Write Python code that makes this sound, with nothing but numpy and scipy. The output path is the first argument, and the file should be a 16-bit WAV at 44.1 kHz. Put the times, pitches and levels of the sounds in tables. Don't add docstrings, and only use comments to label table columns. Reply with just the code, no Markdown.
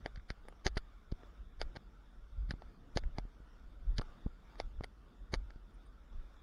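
import sys
import numpy as np
from scipy import signal
from scipy.fft import rfft, irfft
from scipy.io import wavfile
from scipy.ndimage import uniform_filter1d

SR = 44100
rng = np.random.default_rng(int(sys.argv[2]) if len(sys.argv) > 2 else 0)


def output_pcm(signal):
    pcm = np.clip(np.atleast_2d(signal).T, -1, 1) * 32767
    wavfile.write(sys.argv[1], SR, np.round(pcm).astype(np.int16))


def voltage_ratio(level):
    return 10 ** (np.asarray(level, float) / 20)


N = 283122
T = np.arange(N) / SR

# t/s, heave level/dB, buffet level/dB, hold/ms
PUFFS = [(0.0, -66, -39, 10), (0.16, -43.5, -58, 36), (0.47, -54, -58, 87), (0.71, -54, -47, 120),
         (0.94, -64.5, -54.5, 9.1), (1.29, -72, -52.5, 41), (1.43, -56, -50, 53), (1.631, -38.5, -45, 36),
         (1.79, -52.5, -56, 51), (2.2, -53, -55, 74), (2.42, -39.5, -38.5, 72), (2.65, -54, -54.5, 75),
         (2.85, -54.5, -58, 71), (3.054, -33.5, -38, 25), (3.2, -42.5, -45, 20), (3.67, -58, -52, 60),
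         (3.906, -30, -35.5, 39), (4.05, -46, -64, 64), (4.28, -58, -63, 7.3), (4.65, -43, -47, 32.8),
         (4.78, -46, -46.5, 74), (5.22, -53, -48.5, 9.2), (5.381, -40, -39, 41), (5.52, -51, -62, 21),
         (5.73, -72, -53, 10), (5.88, -69, -52.5, 18), (6.162, -38, -50.5, 18), (6.301, -63.5, -54.5, 48)]
# f/Hz, width/Hz, level/dB
AIR_RING = [(9000, 720, 5), (10270, 890, 2), (12900, 2100, -13)]


def unit(x):
    return x / np.sqrt(np.mean(x ** 2))


def band(x, lo_hz, hi_hz, order=2):
    return signal.sosfilt(signal.butter(order, [lo_hz, hi_hz], "bandpass", fs=SR, output="sos"), x)


def walk(rate_hz):
    hold = int(SR / rate_hz)
    stairs = np.repeat(rng.standard_normal(N // hold + 1), hold)
    smooth = uniform_filter1d(uniform_filter1d(stairs, hold), hold)
    return unit(smooth)[:N]


def add(out, start_s, sound):
    i = int(start_s * SR)
    out[i:i + len(sound)] += sound[:N - i]


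def ring(blow, modes):
    y = sum(voltage_ratio(db) * band(blow, hz - width / 2, hz + width / 2) for hz, width, db in modes)
    return y / np.sqrt(np.sum(y ** 2) / (SR / 200))


def puffs(peak_db, breeze_db):
    rise_db_per_s, fall_db_per_s = 227, 176
    time_s, _, _, hold_ms = np.transpose(PUFFS)[:, :, None]
    half_hold_s = hold_ms / 1000 / 2
    early_s = np.maximum(time_s - half_hold_s - T, 0)
    late_s = np.maximum(T - time_s - half_hold_s, 0)
    db = peak_db[:, None] - rise_db_per_s * early_s - fall_db_per_s * late_s
    return voltage_ratio(uniform_filter1d(np.maximum(db.max(axis=0), breeze_db), size=SR // 30))


def wind(heave_breeze_db=-67.5, buffet_breeze_db=-58.5, flutter_db=-68.5):
    _, heave_db, buffet_db, _ = np.transpose(PUFFS)
    heave = unit(band(rng.standard_normal(N), 17, 33.8)) * puffs(heave_db, heave_breeze_db)
    buffet = unit(band(rng.standard_normal(N), 33.3, 54.9)) * puffs(buffet_db, buffet_breeze_db)
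    flutter = unit(band(rng.standard_normal(N), 62, 280))
    flutter = flutter * voltage_ratio(flutter_db + 1.2 * walk(11) + 1.5 * walk(4.16))
    return heave + buffet + flutter


def rustle():
    # f/Hz, level/dB per Hz
    rustle_colour = [(200, -2), (300, -3.5), (500, 0), (1000, -2), (1350, 3), (1750, -6.5), (2900, -14),
                     (3570, -8), (4150, -19), (5100, -15.5), (6800, -24), (8000, -29), (16000, -40.5)]
    # t/s, level/dB (rms from 1 to 6 kHz)
    rustle_levels = [(0.0, -72), (0.52, -71.5), (0.62, -71), (1.5, -73), (2.82, -74), (3.13, -70),
                     (3.34, -72), (3.97, -70.5), (4.36, -71.5), (4.72, -71.5), (4.95, -72.5), (6.42, -73)]
    shared = walk(6.964)
    crackle = rng.standard_normal(N) * voltage_ratio(2.0 * rng.exponential(size=N))
    out = 0
    for lo_hz in 200 * 2 ** np.arange(0, 6.3, 1 / 3):
        part = unit(band(crackle, lo_hz, lo_hz * 2 ** (1 / 3)))
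        out = out + part * np.sqrt(lo_hz) * voltage_ratio(1.45 * shared + 1.13 * walk(28))
    hz, db = np.transpose(rustle_colour)
    f = np.arange(N // 2 + 1) * SR / N + 1
    out = irfft(rfft(out) * voltage_ratio(np.interp(np.log(f), np.log(hz), db)), N)
    out = out / np.std(band(out, 1000, 6000, order=4))
    return out * voltage_ratio(np.interp(T, *np.transpose(rustle_levels)))


def jolts(dip=0.47, dip_ms=12.4):
    # t/s, direction of the step (+1 or -1), size level/dB, rise/ms, fall/ms
    jolt_list = [(0.0586, -1, -34.5, 1.5, 0.88), (0.174, -1, -34.5, 4.1, 5.6),
                 (0.3043, -1, -30.5, 1.7, 7.9), (0.6619, 1, -22, 0.72, 13), (0.7698, -1, -24.5, 0.25, 28),
                 (1.123, 1, -24, 1.62, 7.4), (1.751, -1, -44.5, 1.4, 7.7), (1.7697, 1, -34.5, 0.81, 3.0),
                 (2.494, -1, -29, 3.4, 10), (2.51, -1, -27, 3, 0.64), (2.538, -1, -31, 1.64, 3.4),
                 (2.9626, 1, -21, 1.58, 2.1), (3.184, 1, -26.5, 3.2, 1.2), (3.252, 1, -38.5, 1.7, 4.8),
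                 (3.403, 1, -43.5, 1.5, 6.1), (3.986, -1, -24.5, 2.5, 11), (3.9959, -1, -25.5, 0.42, 8.3),
                 (4.262, 1, -21.5, 2.2, 2.4), (4.267, 1, -30.5, 0.83, 4.7), (4.809, -1, -29, 0.5, 7.2),
                 (5.336, 1, -24.5, 0.36, 9.4), (5.56, 1, -42, 1.6, 8.5)]
    out = np.zeros(N)
    ms = np.arange(-1024, 6144) / SR * 1000
    before_ms = np.minimum(ms, 0)
    before = -dip * np.exp(before_ms / dip_ms) * (1 - before_ms / ms[0])
    for s, direction, size_db, rise_ms, fall_ms in jolt_list:
        quick_step = .5 - .5 * np.cos(np.pi * np.clip(ms / rise_ms, 0, 1))
        after = (1 - dip) * np.exp(-np.maximum(ms - rise_ms, 0) / fall_ms)
        thump = before + quick_step * (after - before)
        add(out, s + ms[0] / 1000, np.sign(direction) * voltage_ratio(size_db) * thump)
    return out


def ticks(haze_db=-32, haze_ms=22.9, tail_db=-30, tail_ms=4.4, top_hz=7100, air_hz=8300):
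    # t/s, length/ms, low ring level/dB over 5 ms, hardness/dB (high ring over low ring),
    # nearness/dB to the thin wall that holds the middle ring
    tick_list = [(0.0601, 1.01, -37, -12, 2.5), (0.159, 2.7, -63.5, 4, 5.5), (0.172, 8.2, -72.5, 1, 13),
                 (0.198, 1.2, -79, -4, 17), (0.3029, 0.69, -48.5, 2, 6), (0.452, 3.6, -59, -26, -15),
                 (0.4846, 0.33, -48.5, -20, 4), (0.5252, 1.0, -58, -34, -9),
                 (0.6659, 0.9, -30.5, -3.5, 0.5), (0.6758, 1.2, -46, 0.5, -5), (0.758, 3.9, -62, -1, -3),
                 (0.7722, 5.8, -42, -1, 4), (0.7773, 2.4, -46, 0, -3.5), (1.1168, 7.2, -55, -3.5, -7),
                 (1.2333, 1.8, -53.5, -35, 5), (1.6149, 0.98, -36.5, -3.5, -1), (1.7545, 13, -50, -15, 1.5),
                 (1.761, 9.4, -47, -5, 1.5), (2.508, 1.54, -48, 3, 6), (2.513, 1.2, -49, -6, -15),
                 (2.5375, 1.3, -55, -37, -5.5), (2.6207, 1.36, -50, -17, -9.5),
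                 (2.9724, 0.55, -31, -5.5, -3), (2.9775, 1.8, -59.5, -10, -1),
                 (3.037, 0.17, -56, -26, 13.5), (3.1839, 2.33, -38, -10, -5), (3.982, 3.5, -51.5, 12, 1.5),
                 (3.9883, 1.94, -46.5, -6.5, -3), (4.0133, 1.4, -48, -8, -30),
                 (4.017, 1.9, -44.5, -22.5, -15), (4.5557, 1.4, -60, -12, 1),
                 (4.6004, 1.26, -34.5, -9.5, -4), (4.8086, 1, -55.5, -22, 5), (4.8373, 0.88, -50, -6, 2.5),
                 (4.8401, 3.6, -44.5, -7, 2.5), (5.3396, 1.23, -33.5, -3.5, -2), (5.3464, 1.3, -44, -6, -6),
                 (5.502, 2.1, -60, -31, 1), (5.5054, 2, -63, -3.5, 7.5), (6.129, 1.06, -64, -14, -15)]
    # f/Hz, width/Hz, level/dB
    low_ring, middle_ring = [(600, 620, 0), (1120, 350, -7)], [(1565, 536, 11), (1940, 460, 2.5)]
    high_ring, top_ring = [(2840, 370, 7.5), (3915, 710, 6), (4435, 810, 12), (6100, 340, -43)], [(6330, 510, 0)]
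    # f/Hz, width/Hz
    dead_spots = [(1390, 49), (2520, 306), (3480, 39), (5600, 77)]
    out = np.zeros(N)
    ms = np.arange(-1280, 1536) / SR * 1000
    haze = voltage_ratio(haze_db) * np.cos(np.pi / 2 * np.clip(ms / haze_ms, -1, 1))
    scrape = voltage_ratio(tail_db) * np.exp(-np.abs(ms) / tail_ms) * (ms > 0)
    steep_lowpass = signal.ellip(6, .5, 50, top_hz, fs=SR, output="sos")
    for s, length_ms, low_db, hardness_db, wall_db in tick_list:
        middle_db = low_db + hardness_db / 2 + wall_db
        high_db = low_db + hardness_db
        hard_db = np.clip(high_db + 38, -15, 8)
        top_db = high_db - 13.5 + 1.9 * hard_db
        air_db = high_db - 24.5
        chance = rng.standard_normal((2, len(ms)))
        touching = (ms > 0) * (ms < length_ms)
        chatter = 0.095 * chance[0] ** 3 * touching * min(length_ms / 1.4, 1)
        hiss = (scrape + voltage_ratio(0.26 * hard_db) * haze) * chance[1]
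        blow = 2.62 * (ms == 0) + chatter + hiss
        body = signal.sosfilt(steep_lowpass, blow)
        for hz, width in dead_spots:
            body = body - band(body, hz - width / 2, hz + width / 2, order=1)
        air = band(blow + 5.0 * haze * chance[1], air_hz, 18000, order=4)
        rings = voltage_ratio(low_db) * ring(body, low_ring)
        rings = rings + voltage_ratio(middle_db) * ring(body, middle_ring)
        rings = rings + voltage_ratio(high_db) * ring(body, high_ring)
        rings = rings + voltage_ratio(top_db) * ring(body, top_ring)
        rings = rings + voltage_ratio(air_db) * ring(air, AIR_RING)
        add(out, s + ms[0] / 1000, rings)
    return out


def pings():
    # t/s, level/dB over 5 ms, decay time/ms
    ping_list = [(0.4844, -67.5, 3), (0.7725, -60.5, 5), (3.975, -76, 8), (4.017, -70, 3),
                 (4.8416, -63.5, 4)]
    out = np.zeros(N)
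    ms = np.arange(1024) / SR * 1000
    for s, db, length_ms in ping_list:
        jitter = rng.standard_normal(len(ms)) * np.exp(-ms / length_ms)
        add(out, s, voltage_ratio(db) * ring(jitter, AIR_RING))
    return out


def bird(fall_hz=250):
    # t/s, middle f/Hz, peak level/dB, length/ms
    chip_list = [(5.736, 9050, -79, 22), (5.857, 9000, -76, 19)]
    out = np.zeros(N)
    for s, hz, db, length_ms in chip_list:
        share = np.linspace(0, 1, int(length_ms * SR / 1000))
        phase = 2 * np.pi * np.cumsum(hz + fall_hz * (.5 - share)) / SR
        add(out, s, voltage_ratio(db) * np.sin(np.pi * share) * np.sin(phase))
    return out


def scene():
    mix = wind() + rustle() + jolts() + ticks() + pings() + bird()
    return mix[None]


def roll_off(x):
    return signal.sosfilt(signal.butter(12, 15740, fs=SR, output="sos"), x)


def record(dry, bass_hz=17, hiss_db=-92):
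    x = signal.sosfilt(signal.butter(2, bass_hz, "highpass", fs=SR, output="sos"), dry)
    hiss = voltage_ratio(hiss_db) * unit(band(rng.standard_normal(N), 1700, 14000, order=1))
    return roll_off(x + hiss)


dry = scene()
out = record(dry)
output_pcm(out)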